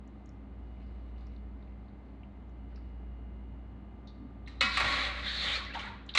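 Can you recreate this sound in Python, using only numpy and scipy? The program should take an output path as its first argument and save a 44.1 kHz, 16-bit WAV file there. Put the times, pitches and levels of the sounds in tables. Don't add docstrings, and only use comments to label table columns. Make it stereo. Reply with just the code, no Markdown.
import sys
import numpy as np
from scipy import signal
from scipy.fft import rfft, irfft, next_fast_len
from scipy.io import wavfile

SR = 44100
rng = np.random.default_rng(int(sys.argv[2]) if len(sys.argv) > 2 else 0)


def to_wav(sig):
    pcm = np.clip(np.atleast_2d(sig), -1, 1) * 32767
    pcm = np.round(pcm).astype(np.int16)
    wavfile.write(sys.argv[1], SR, pcm.T)


N = 272538
TIME = np.arange(N) / SR

# frequency in Hz, seconds to fall 60 dB.
ROOM_DECAY = [(200, 0.81), (1000, 0.9), (4000, 0.74), (10000, 0.38)]

MOTOR_HZ, BEAT_HZ, SWELL_S = 59, 0.508, 1.12
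FAN_HZ, SING_HZ, WHINE_HZ = 205.1, 1194, 2902
# pitch in Hz, width in Hz, level in dB.
CABINET_MODES = [(197.2, 13, -63.5), (272, 15, -62)]
# pitch in Hz, level in dB.
COMPRESSOR_TONES = [(1253, -86), (2073, -78.5)]
# time in seconds, level in dB.
SING_LEVEL = [(0, -77), (3.3, -79.5), (4.2, -70.5)]
# time in seconds, level in dB.
WHINE_LEVEL = [(0, -86), (.4, -90), (.7, -80), (1.35, -82.5), (1.55, -90.5), (2.4, -89), (2.6, -83),
               (3.9, -84), (4.2, -88)]
# time in seconds, level in dB.
UNDERTONE_LEVEL = [(2.5, -93), (3.1, -81), (3.6, -84), (4.1, -89)]
# frequency in Hz, relative density in dB.
AIR_SPECTRUM = [(30, -20.5), (50, -1), (95, 3), (135, -3.5), (290, -4.5), (400, -11.5), (500, -15),
                (750, -15), (1150, -23), (2100, -30), (3200, -38), (4300, -42.5), (5400, -55),
                (7000, -55.5), (10000, -64.5), (13000, -77)]

# start in seconds, end in seconds, level in dB.
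MEAT_SLIDES = [(0, .3, -85), (0.558, .76, -83.5), (0.76, 0.866, -79.5), (0.906, 1.12, -80),
               (1.13, 1.33, -79), (1.55, 1.898, -86), (2.01, 2.08, -83.5), (2.67, 2.772, -76.5)]
# frequency in Hz, relative density in dB.
SQUELCH_SPECTRUM = [(1000, -4), (2200, 12.5), (3200, 4.5), (4250, 8), (5400, -6), (7200, -12.5),
                    (10000, -23), (13000, -32.5)]
# start in seconds, direct peak in dB, pitch in Hz,
# send to the room in dB, decay time in seconds.
WET_SMACKS = [(.076, -63, 6600, -14, .002), (.259, -60, 6600, -5, 0.0017), (.292, -57, 5850, -9, .002),
              (.768, -65, 2410, -1, 0.0027), (.806, -60, 2280, -1, 0.005), (.824, -64.5, 2700, -3, 0.004),
              (.865, -68, 4600, -2, 0.0043), (1.162, -64, 2600, -2, 0.0027), (1.18, -63, 4000, 0, .006),
              (1.207, -66, 4100, 2, 0.0055), (1.269, -56.5, 5360, -8, 0.0017),
              (1.363, -58, 4020, -8, 0.0021), (1.605, -58, 1970, 0, 0.0037),
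              (1.626, -59.5, 4000, -7, 0.0015), (1.675, -64, 2390, -5, .01), (1.722, -63, 2480, -9, 0.0045),
              (1.883, -64.5, 3900, 1, .005), (2.233, -53, 2640, -9, 0.0037), (2.494, -70, 5900, -6, 0.0019),
              (2.725, -59, 1700, -2, 0.0028), (2.758, -60, 2300, -3, .003), (2.76, -51, 4700, -4.5, 0.0023),
              (2.761, -70, 6400, -8, 0.0027), (2.772, -54.5, 1490, -10, 0.0036),
              (4.073, -54, 3960, 7, 0.0059), (4.073, -60.5, 5650, 2.5, 0.0035),
              (4.462, -57, 3540, 10.5, .0023), (4.773, -42, 8050, -14, 0.0024),
              (4.802, -43, 9200, -14, 0.002), (5.556, -28, 3920, -18, 0.0047),
              (5.65, -48, 5150, -3, 0.0033), (5.747, -52, 5500, 2, 0.005), (5.753, -35, 3170, -4, .004),
              (5.793, -35, 2750, -5, 0.014), (5.793, -43.5, 5270, -5, 0.0042),
              (5.857, -59, 6850, -11, 0.0035), (6.063, -60, 6380, -2, .003),
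              (6.091, -32.5, 3430, -3, 0.0071), (6.139, -33, 3680, -4, 0.0023)]
# start in seconds, level in dB, pitch in Hz, width in Hz,
# length in seconds.
LOAD_BUMPS = [(4.119, -50, 255, 70.5, 0.19), (4.501, -51, 272, 39.6, 0.64), (4.6, -45, 232, 60, 0.094),
              (4.793, -37, 805, 397, 0.037), (4.8, -46.5, 229, 199, 0.12), (4.818, -42, 110, 44.7, .065),
              (4.837, -37, 845, 300, 0.027), (5.745, -44.5, 750, 160, 0.034)]

# start in seconds, clatter in dB, ring of the pot in dB.
POT_KNOCKS = [(4.475, -24.5, -51), (4.609, 2, 4), (4.623, -5.5, 0.5), (4.772, -1, 2.5), (4.802, -5, -8.5),
              (4.845, -10, -8.5), (6.151, 1, -9), (6.16, -8, -7), (6.1745, 6.5, 2)]
# pitch in Hz, relative level in dB, seconds to fall 60 dB.
POT_MODES = [(543, -13.5, 0.7), (759, -7, 0.46), (1019, -3.5, 0.56), (1105, 4, 0.54), (1159, 4, 0.34),
             (1288, 5, 0.2), (1392, 1, 0.65), (1660, -8, 0.58), (1892, 0.5, .6), (1990, 3, 0.55),
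             (2060, 0.5, 0.22), (2237, 2, 0.4), (2294, 5, 0.5), (2560, 3, 0.4), (2940, 4, 0.29),
             (3410, -6.5, 0.16), (3480, -9, 0.15), (3930, -11, 0.16), (4690, -3, 0.29)]
# frequency in Hz, relative density in dB.
CLATTER_SPECTRUM = [(200, -24.5), (400, -16.5), (550, -16), (900, -11.5), (1150, 2.5), (1550, -4.5),
                    (2100, -3), (3000, -6.5), (4000, -1), (5000, -14), (5800, -17.5), (7500, -22),
                    (10000, -34.5), (12500, -68)]

# start, attack and end in seconds, growth in dB per second, then relative levels in dB
SKIMMER_STROKES = [(4.66, 0.1, 4.77, 20, -42.5, -42.5, -67, -46.5, -47.5, -40),
                   (4.788, 0.015, 4.8, -5, -32, -41, -39, -46, -33, -51),
                   (4.82, 0.058, 5.07, -12.5, -34.5, -36, -43.5, -37.5, -39, -39),
                   (4.895, .025, 4.92, -13, -42, -40, -50, -44, -31, -49.5),
                   (5.091, .1, 5.2, 4, -42.5, -51.5, -54, -46, -50, -50),
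                   (5.21, 0.057, 5.563, 3, -44, -45, -55, -54, -44.5, -38),
                   (5.38, 0.056, 5.563, -6.5, -42, -39, -49, -47.5, -43.5, -39.5),
                   (5.734, 0.0066, 5.76, -51, -42.5, -49.5, -51.5, -49, -57, -65),
                   (5.787, 0.0035, 5.87, -78, -43.5, -46.5, -52, -48.5, -57, -50.5),
                   (6.086, 0.0044, 6.04, -61, -50, -72, -77, -70, -47, -46.5)]
SETTLE_DB_PER_S, LIFT_OFF_DB_PER_S = 143, 421
# frequency in Hz, relative density in dB.
CHURN_SPECTRUM = [(330, -14.5), (450, -19), (580, 3.5), (690, -14), (820, -3), (950, -16.5), (1130, -0.5),
                  (1550, 1), (1850, 1.5), (2200, 5), (2650, -2), (3300, -1.5), (4000, -1.5), (4600, -8.5),
                  (5700, -23), (8000, -30), (10500, -36), (13000, -77)]
# frequency in Hz, relative density in dB.
FIZZ_SPECTRUM = [(1500, -14.5), (2600, -7), (3300, 1), (3900, 1.5), (4500, -3.5), (4950, -15.5),
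                 (5600, -17), (6800, -16), (8500, -25), (10200, -34), (11800, -67.5)]
# time in seconds, pitch in Hz.
WIRE_PITCH = [(4.76, 4050), (4.95, 3863), (5.28, 3834), (5.37, 4005), (5.48, 3660), (5.56, 4010),
              (5.61, 3590), (6.1, 3600)]
# time in seconds, pitch in Hz.
RIM_PITCH = [(4.78, 2370), (4.86, 1920), (4.93, 2030), (5.03, 2100), (5.3, 1940), (5.5, 2200), (5.8, 2500)]
# start in seconds, level in dB, starting pitch in Hz.
LARGE_BUBBLES = [(4.846, -35, 768), (5.606, -28, 1110), (5.664, -28, 2010), (5.695, -38, 2160),
                 (5.701, -31, 1655), (5.75, -30.5, 935), (5.768, -27, 831), (5.783, -34, 1340),
                 (5.832, -36, 1255), (5.845, -33.5, 835), (5.868, -34, 1450), (5.898, -48, 1200),
                 (5.952, -41, 1150)]

# frequency in Hz, lead of the left in radians.
MIC_PHASE = [(100, 0), (330, 0.55), (480, 3), (900, 4), (1300, 4), (1800, 6.2), (2600, 4), (3300, 3),
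             (4000, 6), (4600, 3), (5400, 3), (5750, 0.3), (9000, 2.1)]
# frequency in Hz, likeness from 0 to 1.
MIC_LIKENESS = [(100, 1), (260, 0.87), (440, .65), (800, 0.94), (1100, .75), (1500, .2), (1900, .45),
                (2800, 0.85), (3500, .4), (4300, .12), (5100, .75), (5650, .3), (6200, 0.91), (9000, .75)]
# frequency in Hz, left over right in dB.
MIC_BALANCE = [(100, 0), (160, 1.8), (260, 4.5), (420, 8.5), (690, 6.5), (1130, 3.5), (1840, 1.5),
               (3000, -1), (4900, -1.5), (8000, 0)]


def amp(db):
    return 10 ** (np.asarray(db) / 20)


def unit(x):
    return x / np.sqrt(np.mean(x ** 2) + 1e-20)


def at_hz(points, hz):
    f, value = np.transpose(points)
    return np.interp(np.log(hz + 1), np.log(f + 1), value)


def over_time(points):
    return np.interp(TIME, *np.transpose(points))


def add(mix, s, sound):
    part = mix[..., round(s * SR):][..., :sound.shape[-1]]
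    part += sound[..., :part.shape[-1]]


def convolve(x, response):
    return signal.fftconvolve(np.atleast_2d(x), np.atleast_2d(response), axes=1)[:, :N]


def colour(x, spectrum, size=4096):
    log_gain = np.log(amp(at_hz(spectrum, abs(np.fft.fftfreq(size, 1 / SR)))))
    response = np.fft.ifft(np.exp(np.conj(signal.hilbert(log_gain)))).real[:size // 2]
    return convolve(x, response / np.linalg.norm(response))


def narrow_noise(hz, width, size=N):
    f = np.fft.rfftfreq(size, 1 / SR)
    white = rfft(rng.standard_normal((2, size)))
    return unit(irfft(white / (1 + ((f - hz) / width) ** 2) ** 2, size))


def tone(hz, waver):
    knots = np.linspace(0, TIME[-1], num=40)
    wander = np.interp(TIME, knots, rng.standard_normal(len(knots)))
    return unit(np.sin(2 * np.pi * hz * TIME + waver * wander))


def patter(per_s, spread_db):
    trains = []
    for _ in range(2):
        size = amp(spread_db * np.minimum(rng.exponential(1, N), 4)) * rng.choice([-1, 1], N)
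        trains.append(unit(size * (rng.random(N) < per_s / SR)))
    return np.array(trains)


def gesture(start, attack, end, fall_db_per_s, growth_db_per_s=0):
    held, after = np.clip(TIME, start, end) - start, np.maximum(TIME - end, 0)
    return np.clip((TIME - start) / attack, 0, 1) * amp(growth_db_per_s * held - fall_db_per_s * after)


def kitchen(x, near_db, tail_db, near_t60):
    t = np.arange(SR * 3 // 4) / SR
    near, far = rng.choice([-1., 1.], (2, 2, len(t))) * (rng.random((2, 2, len(t))) < 4000 / SR)
    near = near * amp(-60 * t / near_t60)
    hz, age, spectra = signal.stft(far * np.minimum(t / 0.01, 1), SR, nperseg=256)
    decay = amp(-60 * age / at_hz(ROOM_DECAY, hz)[:, None])
    far = signal.istft(spectra * decay, SR, nperseg=256)[1][:, :len(t)]
    flurry = amp(near_db) * near / np.linalg.norm(near[0])
    tail = amp(tail_db) * far / np.linalg.norm(far[0])
    response = (t == 0) + flurry + tail
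    return convolve(x, response / np.linalg.norm(response[0]))


def fridge():
    t = TIME - SWELL_S
    turn, beat = 2 * np.pi * MOTOR_HZ * t, 2 * np.pi * BEAT_HZ * t
    hum = amp(-45.5) * unit(np.sin(turn) + amp(-8) * np.sin(turn - beat))
    cabinet = sum(amp(db) * narrow_noise(hz, width) for hz, width, db in CABINET_MODES)
    fan = amp(-59) * tone(FAN_HZ, waver=0.63)
    compressor = sum(amp(db) * tone(hz, waver=0.48) for hz, db in COMPRESSOR_TONES)
    sing = tone(SING_HZ, waver=0.39) * amp(over_time(SING_LEVEL))
    return cabinet + np.array([hum + fan + compressor + sing, np.zeros(N)])


def whine(flutter_db=2):
    flutter = amp(flutter_db * np.sin(2 * np.pi * MOTOR_HZ * (TIME - SWELL_S)))
    upper = unit(tone(WHINE_HZ, waver=.2) * flutter) * amp(over_time(WHINE_LEVEL))
    return upper + tone(WHINE_HZ - MOTOR_HZ, waver=.3) * amp(over_time(UNDERTONE_LEVEL))


def room_tone():
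    return amp(-52.5) * colour(rng.standard_normal((2, N)), AIR_SPECTRUM)


def smacks(q=3.2):
    direct, to_room = np.zeros((2, 2, N))
    t = np.arange(SR // 25) / SR
    edge = 1 + .5 / q
    for s, db, hz, send_db, decay in WET_SMACKS:
        band = signal.butter(3, [hz / edge, min(hz * edge, SR / 3)], "band", fs=SR)
        snap = signal.lfilter(*band, rng.standard_normal((2, len(t))) * np.exp(-t / decay))
        snap = amp(db) * snap / abs(snap).max()
        add(direct, s, snap)
        add(to_room, s, amp(send_db) * snap)
    sliding = sum(amp(db) * gesture(start, attack=0.036, end=end, fall_db_per_s=73)
                  for start, end, db in MEAT_SLIDES)
    rustle = colour(patter(per_s=600, spread_db=6.5), SQUELCH_SPECTRUM) * sliding
    return direct + kitchen(to_room + rustle, near_db=13.5, tail_db=6.0, near_t60=0.15)


def bumps():
    out = np.zeros((2, N))
    for s, db, hz, width, length in LOAD_BUMPS:
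        thud = unit(narrow_noise(hz, width, size=SR)[:, :round(length * SR)])
        add(out, s, amp(db) * thud * np.sin(np.linspace(0, np.pi, thud.shape[1])))
    return out


def pot_ring(bend=.008, attack_s=.0008, knots=20):
    t, ring = np.arange(SR * 2 // 5) / SR, 0
    for hz, db, t60 in POT_MODES:
        slosh = np.interp(t, np.linspace(0, t[-1], knots), rng.standard_normal(knots))
        turns = np.cumsum(hz * (1 + bend * slosh)) / SR
        ring = ring + amp(db - 60 * t / t60) * np.sin(2 * np.pi * (turns + rng.random((2, 1))))
    ring = ring * np.sin(np.pi / 2 * np.minimum(t / attack_s, 1)) ** 2
    return ring / np.linalg.norm(ring[0])


def knocks(contacts=3, rebound_s=0.0033, rebound_db=-3):
    crack, ring = np.zeros((2, 2, N))
    t = np.arange(SR // 50) / SR
    for s, db, ring_db in POT_KNOCKS:
        for k in range(contacts):
            rattle = rng.standard_normal((2, len(t))) * np.exp(-t / 0.002)
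            add(crack, s + k * rebound_s, amp(db + k * rebound_db) * rattle / np.linalg.norm(rattle[0]))
        add(ring, s, amp(ring_db) * pot_ring())
    return ring + kitchen(colour(crack, CLATTER_SPECTRUM), near_db=4.5, tail_db=2.0, near_t60=0.06)


def stroke_gains():
    power = np.zeros((6, N))
    for start, attack, end, growth, *levels_db in SKIMMER_STROKES:
        effort = gesture(start, attack, end, SETTLE_DB_PER_S, growth)
        contact = gesture(start, attack, end, LIFT_OFF_DB_PER_S, growth)
        fizz = effort ** 1.63
        shapes = np.array([effort, fizz, effort, effort, contact, contact])
        power += (amp(levels_db)[:, None] * shapes) ** 2
    return np.sqrt(power)


def bubble(hz, t60, glide=0.017):
    t = np.arange(0, t60, 1 / SR)
    envelope = amp(-60 * t / t60) * (1 - np.exp(-t * hz / 2))
    return envelope * np.sin(2 * np.pi * hz * t * (1 + glide * t / t60))


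def bubbling(low_hz, high_hz, per_s, cycles):
    out = np.zeros(N)
    for when, strength, size in rng.random((round(per_s * TIME[-1]), 3)):
        hz = high_hz * (low_hz / high_hz) ** size
        add(out, when * TIME[-1], amp(12.0 * strength) * bubble(hz, cycles / hz))
    return unit(out)


def scoop(churn, fizz, gurgle, drag, splashes_per_s=4000, cushion_hz=1510):
    lumps = amp(narrow_noise(0, width=70)[0])
    churning = colour(patter(splashes_per_s, spread_db=2.5) * lumps * churn, CHURN_SPECTRUM)
    fizzing = colour(patter(splashes_per_s, spread_db=3.5) * fizz, FIZZ_SPECTRUM)
    splash = amp(-2.5) * churning + amp(-2.0) * fizzing
    froth = amp(-6.0) * churn * bubbling(1299, 2870, per_s=220, cycles=74)
    pockets = amp(-3.0) * gurgle * bubbling(492, 1024, per_s=200, cycles=12)
    bubbles = kitchen(froth + pockets, near_db=8.0, tail_db=0.5, near_t60=0.064)
    cushion = signal.butter(2, cushion_hz, fs=SR)
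    rubbing = unit(signal.lfilter(*cushion, patter(per_s=2500, spread_db=2.5)))
    scrape = amp(-9.5) * convolve(rubbing * drag, pot_ring())
    return kitchen(splash, near_db=-9.5, tail_db=-9.5, near_t60=0.11) + bubbles + scrape


def resonate(x, hz, width):
    turn = np.exp(2j * np.pi * np.cumsum(hz) / SR)
    r = np.exp(-np.pi * width / SR)
    return 2 * (turn * signal.lfilter([(1 - r) ** 2], [1, -2 * r, r * r], x / turn)).real


def rasp(rim_gain, wire_gain, top_hz=8500):
    wire_hz, rim_hz = over_time(WIRE_PITCH), over_time(RIM_PITCH)
    sway = 1 + .045 * narrow_noise(0, width=19)
    wires = unit(resonate(patter(per_s=2500, spread_db=0), wire_hz * sway[0], width=720))
    rim = unit(resonate(patter(per_s=2500, spread_db=3), rim_hz * sway[1], width=490))
    wires = unit(wires + amp(-3) * np.array([squeaks(wire_hz), squeaks(wire_hz)]))
    wet_rolloff = signal.butter(4, top_hz, fs=SR)
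    scraping = signal.lfilter(*wet_rolloff, wires * wire_gain + rim * rim_gain)
    return kitchen(scraping, near_db=-9, tail_db=-9.5, near_t60=0.1)


def squeaks(centre_hz, per_s=140, length_s=.045, spread=.17, glide=.025):
    out, progress = np.zeros(N), np.linspace(0, 1, round(length_s * SR))
    for when, offset, slope in rng.random((round(per_s * TIME[-1]), 3)):
        start_hz = centre_hz[int(when * N)] * (1 + spread * (2 * offset - 1))
        hz = start_hz * (1 + glide * (2 * slope - 1) * progress)
        add(out, when * TIME[-1], np.sin(np.pi * progress) * np.sin(2 * np.pi * np.cumsum(hz) / SR))
    return unit(out)


def plops(cycles=42):
    dripping = amp(-48.5) * gesture(start=5.57, attack=0.2, end=5.86, fall_db_per_s=SETTLE_DB_PER_S)
    out = dripping * bubbling(897, 3160, per_s=35, cycles=cycles)
    for s, db, hz in LARGE_BUBBLES:
        add(out, s, amp(db) * bubble(hz, cycles / hz, glide=-0.019))
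    return kitchen(out, near_db=5.5, tail_db=-6.5, near_t60=0.11)


def microphone(views):
    size = next_fast_len(N + SR // 4)
    hz = np.fft.rfftfreq(size, 1 / SR)
    first, second = rfft(views, size)
    likeness = np.clip(at_hz(MIC_LIKENESS, hz), 0, 1)
    lead, side = at_hz(MIC_PHASE, hz), amp(at_hz(MIC_BALANCE, hz) / 2)
    left = first * side
    right = (likeness * first + np.sqrt(1 - likeness ** 2) * second) * np.exp(-1j * lead) / side
    centre = np.sqrt(side ** 2 + side ** -2 + 2 * likeness * np.cos(lead)) / 2
    return irfft(np.array([left, right]) / centre, size)[:, :N]


def scene():
    churn, fizz, gurgle, drag, rim, wires = stroke_gains()
    skimmer = knocks() + scoop(churn, fizz, gurgle, drag) + rasp(rim, wires)
    return microphone(fridge() + room_tone() + smacks() + skimmer + plops() + bumps()) + whine()


def record(dry):
    band_limit = signal.firwin(255, 15500, window=("kaiser", 8), fs=SR)
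    return signal.oaconvolve(dry, band_limit[None], "same")


dry = scene()
out = record(dry)
to_wav(out)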